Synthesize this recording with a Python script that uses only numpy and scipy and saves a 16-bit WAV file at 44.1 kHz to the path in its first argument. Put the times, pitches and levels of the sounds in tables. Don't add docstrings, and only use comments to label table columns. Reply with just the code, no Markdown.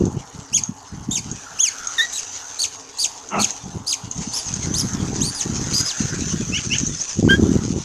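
import sys
import numpy as np
from scipy import signal
from scipy.fft import rfft, irfft, next_fast_len
from scipy.io import wavfile
from scipy.ndimage import uniform_filter1d, map_coordinates

SR = 44100
rng = np.random.default_rng(int(sys.argv[2]) if len(sys.argv) > 2 else 0)


def generate_wav(signal):
    frames = np.transpose(np.atleast_2d(signal))
    scaled = np.clip(frames, -1, 1) * 32767
    pcm = np.round(scaled).astype(np.int16)
    wavfile.write(sys.argv[1], SR, pcm)


N = 345743


def amp(db):
    return 10 ** (np.asarray(db) / 20)


def unit(x):
    return x / np.sqrt(np.mean(x ** 2) + 1e-20)


def curves(rows):
    time, *columns = np.transpose(rows)
    return [np.interp(np.arange(N) / SR, time, column) for column in columns]


def wobble(rate, size):
    knots = rng.standard_normal(int(size * rate / SR) + 4)
    return map_coordinates(knots, [np.arange(size) * rate / SR])


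def colour(x, points):
    m = next_fast_len(len(x) + 8192)
    hz, db = np.transpose(points)
    log_hz = np.log(np.fft.rfftfreq(m, 1 / SR) + 1)
    gain = amp(np.interp(log_hz, np.log(hz), db))
    return irfft(rfft(x, m) * gain, m)[:len(x)]


def rush(spectrum, patchy_db):
    z = signal.stft(rng.standard_normal(N), nperseg=512)[2]
    field = uniform_filter1d(rng.standard_normal(z.shape), size=4, axis=0)
    field = uniform_filter1d(field, size=10, axis=1)
    patchy = signal.istft(z * amp(patchy_db * unit(field)), nperseg=512)[1][:N]
    return unit(colour(patchy, spectrum))


def impulses(rate, spread_db):
    kicks = (rng.random(N) < rate / SR) * rng.choice([-1, 1], N)
    return kicks * amp(spread_db * np.clip(rng.standard_normal(N), -3, 1.7))


def crackle(size, grain_db):
    return unit(rng.standard_normal(size) * amp(grain_db * np.clip(wobble(891, size), -2, 2)))


def add(track, time, x):
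    i = max(round(time * SR), 0)
    track[i:i + len(x)] += x[:max(N - i, 0)]


def scatter(x, t60, wet_db):
    t = np.arange(SR // 2) / SR
    tail = rng.standard_normal(len(t)) * amp(-60 * t / t60) * (t > .004)
    return x + amp(wet_db) * signal.fftconvolve(x, tail / np.linalg.norm(tail))[:N]


def syrinx(hz, harmonics, overtone_db):
    phase = 2 * np.pi * np.cumsum(hz) / SR
    tone = 0
    for k, (_, db) in enumerate(harmonics, 1):
        below_nyquist = k * hz < SR / 2
        tone = tone + amp(db + overtone_db * (k > 1)) * np.sin(k * phase) * below_nyquist
    return np.sqrt(2) * tone


# (start [s], length [s], relative level [dB])
GUST_TIMES = [(0.0, .09, -16), (0.141, .04, -24), (0.35, .05, -36), (0.52, .10, -36), (0.691, .02, -32.5),
              (0.931, .08, -28), (1.082, .02, -23.5), (1.176, .02, -29.5), (1.251, .09, -28.5),
              (1.515, 0.056, -46.5), (3.38, 0.065, -33.5), (3.648, .03, -30), (3.743, .05, -27.5),
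              (4.042, .04, -33), (4.167, 0.048, -28), (4.265, .03, -31), (4.47, .13, -30),
              (4.612, 0.28, -24.5), (4.937, 0.34, -24), (5.442, .38, -25), (6.003, .58, -24.5),
              (6.651, .30, -26.5), (7.192, .37, -14), (7.595, 0.186, -21.5)]
GUST_RISE_DB_PER_S, GUST_FALL_DB_PER_S = 700, 350
RAGGED_DB, RAGGED_RATE = 4, 48


def gust_level(lull_db=-66, surge=0.72):
    t = np.arange(N) / SR
    level_db = np.full(N, float(lull_db))
    for start, length, db in GUST_TIMES:
        before, after = np.maximum(start - t, 0), np.maximum(t - start - length, 0)
        gust_db = db - GUST_RISE_DB_PER_S * before - GUST_FALL_DB_PER_S * after
        level_db = np.maximum(level_db, gust_db)
    return level_db + RAGGED_DB * np.minimum(wobble(RAGGED_RATE, N), surge)


def eddies(spectrum):
    train = colour(impulses(rate=240, spread_db=5), spectrum)
    return train / np.sqrt(np.abs(uniform_filter1d(train ** 2, size=1800)) + 1e-9)


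# (frequency [Hz], gain [dB])
SLOW_EDDIES = [(15, -47), (25, -13.5), (59, -3), (130, 3), (193, 1), (347, -15), (488, -37), (530, -53),
               (650, -28), (840, -74), (1430, -120)]
# (frequency [Hz], gain [dB])
FAST_EDDIES = [(15, -51), (25, -27), (43, -37), (70, 1.5), (211, 4), (350, 0.5), (435, -4.5), (549, -15),
               (800, -27), (1040, -75), (1760, -120)]
# (centre time [s], relative level [dB])
BUFFET_HITS = [(0.04, -6), (0.696, -16), (1.092, -10), (4.277, -16), (4.838, -14), (4.951, -12.5),
               (5.033, -14), (5.105, -11.5), (5.216, -9), (5.502, -14.5), (6.008, -9.5), (6.223, -12),
               (6.344, -9.5), (6.405, -12.5), (6.502, -12), (6.836, -10), (7.267, -4.5), (7.431, -3.5),
               (7.494, -3.5), (7.518, -4.5), (7.706, -9)]
BUFFET_HZ = 255


def wind(eddy_db=-2.0, buffet_db=-1, gust_db=-20, sharpen_per_db=.012):
    level_db = gust_level()
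    fast = 1 / (1 + amp(2 * (gust_db - level_db)))
    thumps = np.sqrt(1 - fast) * eddies(SLOW_EDDIES) + np.sqrt(fast) * eddies(FAST_EDDIES)
    out = amp(level_db + eddy_db) * thumps
    t = np.arange(SR // 40) / SR
    for time, db in BUFFET_HITS:
        cycles = BUFFET_HZ * np.exp(sharpen_per_db * db) * (t - t.mean())
        push = np.sin(2 * np.pi * cycles + rng.uniform(0, 2 * np.pi)) * np.exp(-1.8 * cycles ** 2)
        add(out, time - t.mean(), amp(db + buffet_db) * push)
    return out


# (frequency [Hz], gain [dB])
VALLEY_TONE = [(25, -18), (80, 2.5), (110, 6), (190, -26), (280, 11.5), (340, -10), (420, 6), (560, -4.5),
               (830, 8), (1050, 4), (1400, -6), (2600, -64)]
# (time [s], relative level [dB])
VALLEY_RIDE = [(0.0, -41.5), (0.5, -49), (2.93, -48.5), (3.23, -45.5), (5.46, -44), (6.97, -57.5),
               (7.47, -45.5), (7.84, -48.5)]


def valley(valley_db=2):
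    level_db, = curves(VALLEY_RIDE)
    return amp(level_db + valley_db) * rush(VALLEY_TONE, patchy_db=2.5)


# (frequency [Hz], gain [dB])
LEAF_TONE = [(700, -53), (1050, -7), (1400, 1), (1900, -6.5), (2800, -29)]
# (time of the height [s], half width [s], level [dB])
BREEZE_SWELLS = [(1.78, 0.25, -41.5), (2.48, 0.12, -44), (4.88, 0.2, -41), (5.9, 0.46, -41),
                 (7.5, 0.098, -43)]


def leaves(leaves_db=-54):
    t = np.arange(N) / SR
    power = amp(2 * leaves_db)
    for time, width, db in BREEZE_SWELLS:
        power = power + amp(2 * db) * np.exp(-((t - time) / width) ** 2)
    return np.sqrt(power) * rush(LEAF_TONE, patchy_db=4.5)


# (frequency [Hz], gain [dB])
LINING_BODY = [(1500, -1.5), (2300, -1), (2900, 3.5), (3600, 1), (4800, 0.5), (6000, 3), (9000, -9),
               (13000, -60)]
# (frequency [Hz], gain [dB])
LINING_FIZZ = [(3000, -22), (4500, -12), (5500, -6), (6150, 5.5), (6700, 2.5), (7400, -8), (8600, -23),
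               (10600, -36.5), (12000, -53), (13500, -60)]
# (time [s], relative level [dB])
STIRRING = [(0.0, -46.5), (1.11, -51), (1.29, -41.5), (1.53, -43.5), (2.05, -32), (2.84, -42.5),
            (3.32, -43), (3.45, -32.5), (3.64, -43), (3.89, -51.5), (4.34, -32), (4.61, -32), (4.85, -34),
            (5.65, -30.5), (5.81, -27.5), (6.42, -32.5), (6.66, -29.5), (7.84, -37.5)]


def nest_lining(rustle_db=-44, rustle_grows=0.6, hiss_db=-1, grit=0.49):
    stir_db, = curves(STIRRING)
    shifting = amp(2.1 * wobble(40, N))
    fibres = impulses(rate=500, spread_db=8)
    body = rush(LINING_BODY, patchy_db=5) + grit * unit(colour(fibres, LINING_BODY))
    fizz = rush(LINING_FIZZ, patchy_db=4.0) + grit * unit(colour(fibres, LINING_FIZZ))
    body_db = rustle_db + rustle_grows * (stir_db - stir_db.mean())
    return shifting * (amp(body_db) * body + amp(stir_db + hiss_db) * fizz)


# (frequency [Hz], gain [dB])
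TICK_TONE = [(2000, -25), (5000, -18), (6500, 16.5), (8500, -7), (11000, -1.5), (13500, -24)]


def ticking(tick_db=-56):
    return amp(tick_db) * unit(colour(impulses(rate=110, spread_db=4), TICK_TONE))


# (time [s], relative level [dB])
TWIG_SNAPS = [(0.055, -19), (0.637, -13), (1.315, -15), (1.872, -7), (2.374, -19), (2.974, -17),
              (3.289, -17), (3.507, -12), (4.113, -12), (4.179, -15), (4.54, -8), (4.935, -11.5),
              (6.207, -15), (6.785, -7.5), (6.809, -15), (6.866, -12), (6.972, -17)]


def twigs(snap_db=-14, splinter=0.26, t60=0.056):
    out, t = np.zeros(N), np.arange(SR // 10) / SR
    for time, db in TWIG_SNAPS:
        shape = amp(-60 * t / 0.0095) + splinter * amp(-60 * t / t60)
        add(out, time, amp(db + snap_db) * shape * rng.standard_normal(len(t)))
    snaps = colour(out, [(1000, -6), (3000, -13), (6500, 3.5), (9000, -11.5), (13000, -27)])
    return scatter(snaps, t60=0.2, wet_db=-8)


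# (time [s], rise [s], hold [s], fall [s], top pitch [Hz], end pitch [Hz],
# relative level [dB], overtones [dB], rasp [0-1], second voice [dB])
CHIRP_CALLS = [ (0.522, .038, 0.0025, .025, 3440, 1980, -31, -2, 0.2, 0),
               (1.103, 0.019, .023, 0.043, 3660, 2070, -34.5, -3.5, 0.5, 2.5),
               (1.581, 0.037, .001, 0.077, 3460, 2055, -30.5, -2.5, 0.19, -36),
               (2.120, 0.012, .036, .032, 3940, 2100, -37.5, -2, .6, -1),
               (2.582, 0.019, 0.026, 0.028, 4490, 1986, -28, -6.5, 0.41, -2),
               (2.979, 0.021, .026, 0.034, 4750, 2136, -28, -5, 0.49, -3),
               (3.385, 0.014, 0.019, 0.029, 4350, 2020, -30.5, -7.5, 0.77, 8.5),
               (3.86, 0.025, 0.022, 0.038, 4980, 1900, -30, -6, .45, -0.5),
               (4.323, 0.033, 0.02, 0.029, 5340, 4600, -33.5, -4.5, 0.6, -6),
               (4.731, .056, 0.012, 0.025, 5360, 4640, -32.5, -3, 0.76, -26),
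               (5.198, .066, 0.035, 0.0079, 4600, 4900, -34.5, 0, 0.47, -30),
               (5.338, .012, 0.02, 0.067, 4950, 2280, -39, 0, 0.36, -14),
               (5.726, .026, 0.05, .016, 4900, 4900, -28, -20, 0.53, -40),
               (5.846, 0.011, .024, 0.045, 5060, 2600, -32, -15, .2, -40)]
# (multiple of the pitch, level [dB])
WHISTLE_PARTIALS = [(1, 1.5), (2, 0), (3, -7), (4, -10.5), (5, -15)]
# (frequency [Hz], gain [dB])
RASP_TONE = [(1000, -38), (3000, -1.5), (6500, -1), (9000, -3.5), (13000, 3)]
RISE_HZ_PER_S, SLACK_HZ = 55000, 2080


def chirps(lag=.013, air_db=-4, slack_db=-6, air_tail_db=-12, air_t60=0.51, bend=1.4, sag=1.9,
           thin_db=6, jitter=0.025, shimmer_db=7, rasp_loss_db=-3, lift=1.6, edge_db=3):
    attack, release = .012, .007
    whistle, breath = np.zeros(N), np.zeros(N)
    for time, rise, hold, fall, top_hz, end_hz, db, overtone_db, rasp, second_db in CHIRP_CALLS:
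        length = rise + hold + fall
        t = np.arange(int(length * SR)) / SR
        start_hz = max(top_hz - RISE_HZ_PER_S * rise, SLACK_HZ)
        up = np.clip(1 - t / rise, 0, 1)
        down = np.clip((t - rise - hold) / fall, 0, 1)
        climb = (top_hz - start_hz) * up ** lift
        drop = (top_hz - end_hz) * (np.sin(bend * down) / np.sin(bend)) ** sag
        arch = top_hz - climb - drop
        strain = rasp * (arch / top_hz) ** 4
        hz = arch * (1 + jitter * strain * (wobble(300, len(t)) + 2 * wobble(1500, len(t))))

        gate = np.clip(t / attack, 0, 1) ** 2 * np.clip((length - t) / release, 0, 1)
        slackening_db = slack_db * (up + down ** 4) * (1 - arch / top_hz) * 2
        level = gate * amp(db + slackening_db + 0.12 * wobble(210, len(t)))
        shimmer = amp(strain * (rasp_loss_db + shimmer_db * np.minimum(wobble(348, len(t)), 1)))
        first = level * shimmer * syrinx(hz, WHISTLE_PARTIALS, overtone_db + edge_db * down)
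        add(whistle, time, first)
        split = amp(second_db - thin_db) * level * np.clip(2 * down, 0, 1) ** 2
        add(whistle, time + lag, split * syrinx(hz, WHISTLE_PARTIALS, overtone_db + thin_db))
        add(breath, time, amp(air_db) * level * (strain + 0.12) * crackle(len(t), grain_db=5.5))
    air = scatter(2 * colour(breath, RASP_TONE), t60=air_t60, wet_db=air_tail_db)
    return scatter(whistle, t60=0.32, wet_db=-13.5) + air


def call_curves(rows):
    time, *columns = np.transpose(rows)
    return [np.interp(np.arange(time[0], time[-1], 1 / SR), time, column) for column in columns]


# (time [s], pitch [Hz], level [dB], overtones [dB])
YELP_CALLS = [
    [(1.977, 1900, -69, -8), (1.983, 1880, -19, -1), (1.996, 1782, -12.5, -6), (2.011, 1837, -11, -5),
     (2.016, 1960, -23, -1), (2.035, 1920, -19.5, -5.5), (2.056, 1905, -22, -18), (2.064, 1900, -53, -20)],
    [(7.287, 1520, -18, -21), (7.294, 1480, -11.5, -11), (7.301, 1582, -4.5, -14), (7.315, 1593, -4.5, -12),
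     (7.335, 1599, -4, -17), (7.354, 1643, -13.5, -14), (7.364, 1690, -31, -20)],
]
# (multiple of the pitch, level [dB])
YELP_PARTIALS = [(1, 2), (2, -2.5), (3, -28), (4, -54)]


def yelps(air_db=-24, air_grows=0.93):
    out = np.zeros(N)
    air_tone = [(1500, -14), (6500, -4), (9000, -8.0), (12500, 4)]
    for rows in YELP_CALLS:
        hz, db, overtone_db = call_curves(rows)
        air_level = amp(air_db + db / 2 + air_grows * overtone_db)
        air = air_level * colour(crackle(len(hz), grain_db=3), air_tone)
        add(out, rows[0][0], amp(db) * syrinx(hz, YELP_PARTIALS, overtone_db) + air)
    return scatter(out, t60=0.15, wet_db=-17)


# (time [s], level [dB])
WING_BEAT = [(3.295, -54), (3.315, -30), (3.345, -20.5), (3.378, -21), (3.402, -20.5), (3.425, -30),
             (3.47, -40.5), (3.56, -49)]
# (frequency [Hz], gain [dB])
FEATHER_TONE = [(50, -23), (130, -11.5), (175, -5), (205, 8), (250, -9), (400, -4), (530, -18), (680, -9.5),
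                (820, -1), (1000, -10), (1300, -5), (1500, -15.5), (2300, -19.5), (2750, -14), (3600, -43),
                (5000, -65)]


def wing():
    level_db, = curves(WING_BEAT)
    t = np.arange(N) / SR
    beating = (t > WING_BEAT[0][0]) * (t < WING_BEAT[-1][0])
    return amp(level_db) * beating * rush(FEATHER_TONE, patchy_db=3.5)


# (time [s], length [s], start pitch [Hz], end pitch [Hz], level [dB])
WHISTLE_CALLS = [(4.43, 0.088, 7120, 5920, -51.5), (6.838, 0.046, 5270, 6650, -42.5),
                 (6.979, .048, 4750, 6770, -40), (7.074, 0.061, 6380, 4730, -43.5)]


def whistles(overtone_db=-27):
    out = np.zeros(N)
    for time, length, start_hz, end_hz, db in WHISTLE_CALLS:
        hz = np.linspace(start_hz, end_hz, int(length * SR))
        fade = signal.windows.tukey(len(hz), .5)
        add(out, time, amp(db) * fade * syrinx(hz, WHISTLE_PARTIALS, overtone_db))
    return scatter(out, t60=0.17, wet_db=-9)


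# (time [s], length [s], level [dB])
PEEP_CALLS = [(6.518, .080, -24.5), (6.699, .068, -23)]
# (share of the length, pitch [Hz], relative level [dB], flutter [Hz],
# relative undertone level [dB])
PEEP_CONTOUR = [(0, 2497, -18, 543, -28), (0.281, 2710, -1, 606, -14), (.58, 2943, 0, 731, -7),
                (.83, 3480, -19.5, 890, 12), (1, 2540, 0, 860, -9)]


def peeps(air_db=-24, overtone_db=-11):
    out = np.zeros(N)
    share, *columns = np.transpose(PEEP_CONTOUR)
    for time, length, db in PEEP_CALLS:
        place = np.linspace(0, 1, int(length * SR))
        hz, swell_db, flutter_hz, under_db = [np.interp(place, share, column) for column in columns]
        hz = hz * (1 + .02 * wobble(700, len(hz)))
        tone = 0
        for k in range(3):
            voice = syrinx(hz - k * flutter_hz, YELP_PARTIALS, overtone_db)
            tone = tone + amp(k * under_db - 2.7 * k) * voice
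        air = amp(air_db) * rng.standard_normal(len(hz))
        add(out, time, amp(db + swell_db) * signal.windows.tukey(len(hz), .1) * (tone + air))
    return scatter(out, t60=0.22, wet_db=-9)


# (frequency [Hz], gain [dB])
MIC_COLOUR = [(1500, -12.5), (2200, 0), (3400, 2), (4700, 6), (5500, 8.5), (6100, 13.5), (6500, 24),
              (6900, 13.5), (7600, 10.5), (9000, 2.5), (11000, 1), (13500, -14)]


def scene():
    background = valley() + leaves() + nest_lining() + ticking()
    near = twigs() + chirps() + yelps() + whistles() + peeps()
    return (wind() + background + colour(near, MIC_COLOUR) + wing())[None]


TOP_HZ = 13700


def record(dry, ceiling=0.72):
    squashed = dry / (1 + np.abs(dry / ceiling) ** 6) ** (1 / 6)
    m = next_fast_len(N + 8192)
    in_band = np.fft.rfftfreq(m, 1 / SR) < TOP_HZ
    return irfft(rfft(squashed, m) * in_band, m)[..., :N]


dry = scene()
out = record(dry)
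generate_wav(out)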